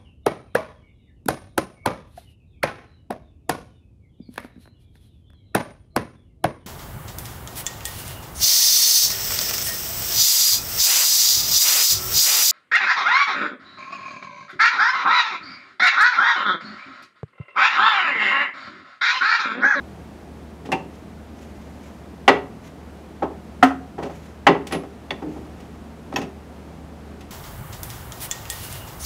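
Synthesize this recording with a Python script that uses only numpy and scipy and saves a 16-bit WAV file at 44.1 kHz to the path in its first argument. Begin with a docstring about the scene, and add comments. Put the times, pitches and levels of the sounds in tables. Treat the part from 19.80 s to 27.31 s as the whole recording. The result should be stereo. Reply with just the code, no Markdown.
"""Hand-lever press in a workshop

A hand-lever bench press crimps a metal clamp on a rope, close to two microphones.
The die closes, the lever is hauled down in three heavy clanks, a pin pings, the ram and linkage clack.
Contacts excite noise bands and decaying modes of frame and parts; hands and sleeves add shaped noise.
A diffuse room tail and one far wall answer, over air noise and hum; peaks beyond full scale clip."""
import sys
import numpy as np
from scipy import signal
from scipy.fft import rfft, irfft, next_fast_len
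from scipy.io import wavfile
from scipy.ndimage import uniform_filter1d

SR = 44100
rng = np.random.default_rng(int(sys.argv[2]) if len(sys.argv) > 2 else 0)


def to_wav(sig):
    """Store sig (one row per channel, or 1-D mono) as 16-bit WAV at the path in sys.argv[1].

    Samples outside -1..1 are clipped; the rate is SR.
    """
    pcm = np.clip(np.atleast_2d(sig), -1, 1) * 32767
    pcm = np.round(pcm).astype(np.int16)
    wavfile.write(sys.argv[1], SR, pcm.T)  # frames by channels


N = 331100
T = np.arange(N) / SR  # s
RING_S = 0.6  # longest ring or room tail
AGE = T[:int(RING_S * SR)]  # s since a sound began


def undb(db):
    """Amplitude ratio of a level: 20 dB per factor of ten."""
    return 10 ** (np.asarray(db) / 20)


def unit(x):
    """Normalization by the root mean square, to rms 1."""
    return x / np.sqrt(np.mean(x ** 2))


def at(hz, points):
    """Linear interpolation of (f/Hz, value) points on a log-frequency axis."""
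    f, value = np.transpose(points)
    return np.interp(np.log(np.maximum(hz, 1)), np.log(f), value)


def fade(t60):
    """Exponential decay of a damped vibration, 60 dB down after t60 seconds."""
    return np.exp(-np.log(1000) * AGE / t60)


def add(track, s, sound):
    """Superposition of a sound on a track from time s."""
    i = int(s * SR)
    track[i:i + len(sound)] += sound[:N - i]


def noise(points):
    """Spectral shaping of white noise by (f/Hz, level/dB) points, to rms 1."""
    size = next_fast_len(N, True)
    hz = np.arange(size // 2 + 1) * SR / size
    spectrum = rfft(rng.standard_normal(size)) * undb(at(hz, points))
    return unit(irfft(spectrum, size)[:N])


def bands(size):
    """Subdivision of noise into overlapping bands half an octave apart, as (centre Hz, samples)."""
    centres = 62.5 * 2 ** np.arange(0, 8.1, 0.5)
    octave = np.log2(np.maximum(np.arange(size // 2 + 1) * SR / size, 1))
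    out = []
    for hz in centres:
        # cosine weight, zero half an octave to either side
        slope = np.cos(np.pi * np.clip(octave - np.log2(hz), -0.5, 0.5))
        band = irfft(rfft(rng.standard_normal(size)) * slope, size)
        out.append((hz, unit(band)))
    return out


def walk(rate):
    """Slow random fluctuation of rms 1: steps drawn at about `rate` per second, smoothed twice."""
    k = int(SR / rate)
    steps = rng.standard_normal(1024)[np.arange(N) // k]
    return unit(uniform_filter1d(uniform_filter1d(steps, k), k))


def mode(hz, t60, build_cycles):
    """Damped resonance that takes some cycles to spread through the metal, then dies away."""
    build_up = 1 - np.exp(-AGE * hz / build_cycles)
    return np.sin(2 * np.pi * hz * AGE) * fade(t60) * build_up


def ventilation(air_db=-42, rumble_db=-51.5, side_db=-58):
    """Broadband flow noise with a fan hum and a few drifting duct tones."""
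    # spectrum of the air rush: f/Hz, relative level/dB
    air_spectrum = [(100, -17.5), (150, -8), (220, -4), (340, -9.5), (410, -11), (550, -15), (700, -14.5),
                    (1000, -20.5), (2000, -28), (4000, -36), (8000, -42), (12000, -45.5), (15500, -52)]
    # fan hum, then duct tones: f/Hz, nominal rms level/dB
    fan_lines = [(74.6, -45.5), (49.5, -62.5), (116.8, -58), (161, -52.5), (197.6, -56.5), (225, -55)]
    high_pass = signal.butter(4, 120, "high", fs=SR, output="sos")
    rush = unit(signal.sosfilt(high_pass, noise(air_spectrum)))
    rush = rush * undb(air_db + 0.49 * walk(3.897))
    rumble = undb(rumble_db) * noise([(20, -33), (40, -21), (60, -2), (110, -5), (200, -35), (1000, -68)])

    (hum_hz, hum_db), *ducts = fan_lines
    hum_phase = 2 * np.pi * hum_hz * T + 0.36 * walk(3.1)
    tones = undb(hum_db) * (1 + 0.15 * walk(6.9)) * np.sin(hum_phase)
    for hz, db in ducts:
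        phase = 2 * np.pi * hz * T + 0.65 * walk(5)
        tones += undb(db) * (1 + 0.45 * walk(8.2)) * np.sin(phase)
    # noise of opposite sign in the two channels widens the air
    side = undb(side_db) * noise([
        (30, 9), (120, 1.0), (300, 12), (1000, 3.5), (2300, -4.0), (4500, -10), (8000, -19.5), (15000, -31)])
    # sqrt(2) turns rms into peak amplitude
    return rush + rumble + np.sqrt(2) * tones + side * np.array([[1], [-1]])


def room(x, wet_db=-18.5, wall_s=0.078, wall_db=-19):
    """Reverberation by convolution with a diffuse tail, plus one low-passed echo from a far wall."""
    ring_times = [(250, 0.46), (1500, 0.35), (11000, 0.27)]  # f/Hz, t60/s
    # sqrt(hz) gives equal energy per Hz in the bands
    tail = sum(np.sqrt(hz) * band * fade(at(hz, ring_times)) for hz, band in bands(len(AGE)))
    tail = tail * (1 - np.exp(-(AGE / 0.021) ** 2))  # builds up over the first reflections
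    wet = signal.fftconvolve(x, undb(wet_db) * tail / np.linalg.norm(tail))[:N]
    low_pass = signal.butter(2, 1500, fs=SR, output="sos")
    add(wet, wall_s, undb(wall_db) * signal.sosfilt(low_pass, x))
    return wet


def capsules(x, scatter_t60=0.12, pan_db=-0.45):
    """Decorrelation: nearby reflections reach two close capsules differently, with a frequency-set width."""
    scatter = rng.standard_normal(len(AGE)) * fade(scatter_t60)
    scatter = scatter / np.linalg.norm(scatter)
    # f/Hz, level/dB of the part added to one capsule and subtracted from the other
    width_db = [(250, -43.5), (700, -27.5), (2000, -21.5), (5000, -20.5), (12000, -26)]
    width = undb(at(np.fft.rfftfreq(len(AGE), 1 / SR), width_db))
    side = signal.fftconvolve(x, irfft(rfft(scatter) * width))[:N]
    # pan_db is the first channel's gain relative to the second
    return np.array([x + side, x - side]) * undb(np.array([[pan_db], [-pan_db]]) / 2)


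def rubs(grain_db=2.5):
    """Friction noise: soft, uneven swishes of skin and cloth under Gaussian envelopes."""
    # hands and sleeves sliding on the lever: t/s, Gaussian spread/s, level/dB before grain
    slides = [(1.157, 0.046, -62), (1.617, .03, -58), (1.88, 0.2, -60), (2.06, 0.022, -57),
              (2.867, 0.026, -53.5), (4.3, 0.067, -56.5), (4.465, 0.076, -59), (5.553, .06, -58.5)]
    envelope = sum(undb(db) * np.exp(-((T - s) / spread) ** 2 / 2) for s, spread, db in slides)
    grain = undb(grain_db * walk(110))
    hiss = noise([(300, -17), (2000, 13.5), (4500, 1.5), (6800, 5), (8500, -6.0), (12000, -4), (16000, -18)])
    return envelope * grain * hiss


def parts():
    """Modal superposition: single parts each add their own damped ring when struck."""
    # modes of the die: f/Hz, level/dB, t60/s
    DIE = [(357.6, -13, 0.14), (773, -14.5, 0.12), (891, -19.5, 0.19), (949, -21, 0.14),
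           (2100, -18.5, 0.049), (2380, -24, 0.11), (2595, -22.5, 0.089), (2684, -16.5, 0.055),
           (2754, -22, 0.12)]
    # modes of the jaws: f/Hz, level/dB, t60/s
    JAWS = [(411, -10.5, 0.27), (788, -5.5, 0.14), (1010, -37, 0.13), (1966, -14, 0.17), (2024, -19, 0.12),
            (2670, -20.5, 0.098), (2820, -31, 0.14)]
    # modes of the bench: f/Hz, level/dB, t60/s
    BENCH = [(305.5, -24, 0.48), (342, -33, .3)]
    # modes of the lever stop: f/Hz, level/dB, t60/s
    LEVER_STOP = [(266.8, -0.5, 0.23), (726, -5, 0.15), (737, -6, 0.14), (1260, -15, 0.17),
                  (1294, 1.5, 0.047), (1360, -5.5, 0.081), (1390, -14, 0.07), (1403, -4, 0.051),
                  (1410, -33, 0.2), (1550, -18.5, 0.17), (1727, -6.5, 0.034), (1835, -11, 0.088),
                  (1986, -19, 0.12)]
    # modes of the pin: f/Hz, level/dB, t60/s
    PIN = [(9954, -45, .09), (10630, -35, .22), (10760, -33, .04), (14060, -45, .09)]
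    # modes of the ram: f/Hz, level/dB, t60/s
    RAM = [(850, -23.5, 0.074), (1860, -29, 0.1), (1994, -18.5, 0.039), (2220, -21.5, 0.049),
           (2720, -14.5, 0.019), (3440, -13, 0.021), (3500, -35, 0.05), (4500, -31, 0.047)]
    # modes of the link: f/Hz, level/dB, t60/s
    LINK = [(1000, -18, 0.088), (1836, -21, 0.054), (2600, -14, 0.04), (3210, -15, 0.023),
            (3500, -31, 0.089), (4550, -30.5, 0.054), (5580, -20.5, 0.035), (6370, -31, 0.079),
            (6800, -35, .09), (11900, -46, 0.14), (12520, -38, 0.065)]
    # when each part is struck: t/s, its modes
    strikes = [(.923, DIE), (2.481, JAWS), (3.827, LEVER_STOP), (4.669, JAWS), (4.922, PIN), (5.306, RAM),
               (5.425, BENCH), (6.360, LINK)]
    out = np.zeros(N)
    for s, modes in strikes:
        ring = sum(undb(db) * mode(hz, t60, build_cycles=4.4) for hz, db, t60 in modes)
        add(out, s, ring)
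    return out


def contacts(pivot_hz=844):
    """Contact spectra as (s, contact ms, spectrum): a colour tilted about a pivot by weight and hardness."""
    # Weight sets the slope below the pivot, hardness above it; positive values lift the extremes.
    # heavy clanks as the lever is hauled, two of them with a rebound:
    # t/s, level/dB before colour, contact/ms, weight/(dB/octave), hardness/(dB/octave)
    clanks = [ (2.4785, -7, 1.4, -4.5, 0.25), (2.4895, -21, 2.9, -2, .2), (3.826, -12.5, 3.7, -6.5, -2),
              (4.6669, -8, 1.4, -5.5, -0.1), (4.685, -18.5, 2.4, 5, -10)]
    # colour of the clanks: f/Hz, level/dB
    clank_colour = [(250, -4), (430, -4), (800, -1.5), (1300, -3), (2300, -5), (5500, -21), (11000, -38.5)]
    # dull knocks as the press shifts on the bench:
    # t/s, level/dB before colour, contact/ms, weight/(dB/octave), hardness/(dB/octave)
    knocks = [ (.888, -37, .4, 1, -3), (3.422, -19.6, 4.7, -7, -4.5), (4.181, -29.7, 7, -5, -2),
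              (4.223, -31, 5.6, -2.5, 1), (4.250, -37.1, 8.5, 0.7, 1.8), (4.295, -40.5, 6, -3.5, 0.5),
              (5.034, -40, .6, -4, 0), (5.420, -37, 4.5, 0, -0.2), (5.456, -46, 15, 6, -5),
              (5.561, -41.5, 7.2, -1, -15), (6.324, -35, .9, -7, 0), (6.380, -40, 5.6, 6.5, 6)]
    # colour of the knocks: f/Hz, level/dB
    knock_colour = [(250, 6), (430, 4.5), (800, -1.5), (1300, -4), (2300, -18), (5500, -21), (11000, -37)]
    # sharp steel clicks of die, lever stop, pin, ram and linkage:
    # t/s, level/dB before colour, contact/ms, weight/(dB/octave), hardness/(dB/octave)
    clicks = [ (.851, -46, 7, 7, 1.1), (.9178, -28.5, .3, -16, 0.1), (.923, -26, 1.3, 0.9, -2),
              (3.827, -31.5, 5, -0.5, 3.5), (4.232, -41.5, .8, -3, .5), (4.868, -47.5, 2.5, -6, 5.6),
              (4.909, -35, 3.5, -4, -2.5), (4.922, -27.5, 2, 0, 0), (4.945, -30.5, 3.9, 3, -2.5),
              (5.306, -30.5, 0.47, -1.5, -2), (5.800, -60, 4, 11, 4.5), (6.338, -49, .85, 10.5, 1.5),
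              (6.359, -25.5, 3.9, -3.6, -2.5), (6.415, -38, 1.4, -3.5, 0.5), (6.426, -50, 1.8, 7, 0.5),
              (7.407, -53, 1.6, -9, 3.5)]
    # colour of the clicks: f/Hz, level/dB
    click_colour = [(250, 1.5), (430, -2), (800, -1), (1300, -2.5), (2300, -3), (5500, -8), (11000, -18.5)]
    for rows, colour in (clanks, clank_colour), (knocks, knock_colour), (clicks, click_colour):
        hz, colour_db = np.transpose(colour)
        octaves = np.log2(hz / pivot_hz)
        for s, db, contact_ms, weight, hardness in rows:
            tilt_db = np.where(octaves < 0, weight, hardness) * np.abs(octaves)
            yield s, contact_ms, list(zip(hz, db + colour_db + tilt_db))


def blows(spread_cycles=0.91, dense_db=-18.5, crack=5.5, crack_t60=0.051):
    """Impact excitation: each contact drives a dense clatter of plate modes and the frame's clear ones."""
    # how readily frame and bench radiate: f/Hz, level/dB
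    radiation = [(40, -39), (110, -22.5), (160, -7.5), (260, -4.5), (340, 1), (430, 1), (560, -0.5),
                 (800, 1), (1100, -3.5), (1500, -3), (2000, 0), (3100, 3), (4300, -3), (6500, -1),
                 (10000, -2.5), (16000, -5)]
    # modes of the steel frame on its bench: f/Hz, relative level/dB, t60/s
    frame_modes = [(167, -7, 0.3), (273.7, 2.5, 0.24), (317.5, -4.5, 0.29), (392, -2.5, 0.31),
                   (427.3, -6, 0.16), (540, -49, 0.079), (567.4, -9.5, 0.32), (664, -9.5, 0.22),
                   (737.3, -12.5, 0.45), (779.4, 1, 0.099), (800.5, 1, 0.13), (886, -11, 0.3),
                   (1042, -7, 0.2), (983, -14, 0.24), (1095, -4, 0.1), (1277, -3, 0.11),
                   (1865, -0.5, 0.071), (1913, -5, 0.13), (1970, -13.5, 0.093), (2710, -23, 0.047),
                   (2710, -8, 0.14), (3030, -32, 0.11), (3160, -24, 0.11)]
    ring_times = [(250, 0.25), (900, 0.15), (3000, 0.16), (11000, 0.25)]  # f/Hz, t60/s
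    clatter = []
    for hz, band in bands(2 * len(AGE)):
        # the treble cracks hardest while the surfaces still touch
        decay = fade(at(hz, ring_times)) + crack * hz / 8000 * fade(crack_t60)
        clatter.append((hz, band, decay))
    rings = [(hz, undb(db) * mode(hz, t60, build_cycles=1.0)) for hz, db, t60 in frame_modes]

    out = np.zeros(N)
    for s, contact_ms, colour in contacts():
        start = rng.integers(len(AGE))  # a random stretch of the noise for each blow
        hit = sum(undb(at(hz, colour)) * ring for hz, ring in rings)
        for hz, band, decay in clatter:
            # a long contact swells slowly, and the lows come late
            swell_s = contact_ms / 1000 + spread_cycles / hz
            swell = 1 - np.exp(-(AGE / swell_s) ** 2)
            burst = unit(band[start:start + len(AGE)] * swell * decay)
            hit = hit + burst * undb(at(hz, colour) + at(hz, radiation) + dense_db)
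        add(out, s, hit)
    return out


def scene():
    """Superposition of direct sound, room response and ventilation; the press is almost straight ahead."""
    press = blows() + parts() + rubs()
    return capsules(press + room(press)) + ventilation()


def record(dry):
    """Overload and band limiting: peaks beyond full scale clip, then a steep low-pass cuts the top."""
    clipped = np.clip(dry, -1, 1)
    low_pass = signal.ellip(8, 0.2, 70, 15550, fs=SR, output="sos")  # ripple dB, stopband dB, edge Hz
    return signal.sosfilt(low_pass, clipped)


dry = scene()
out = record(dry)
to_wav(out)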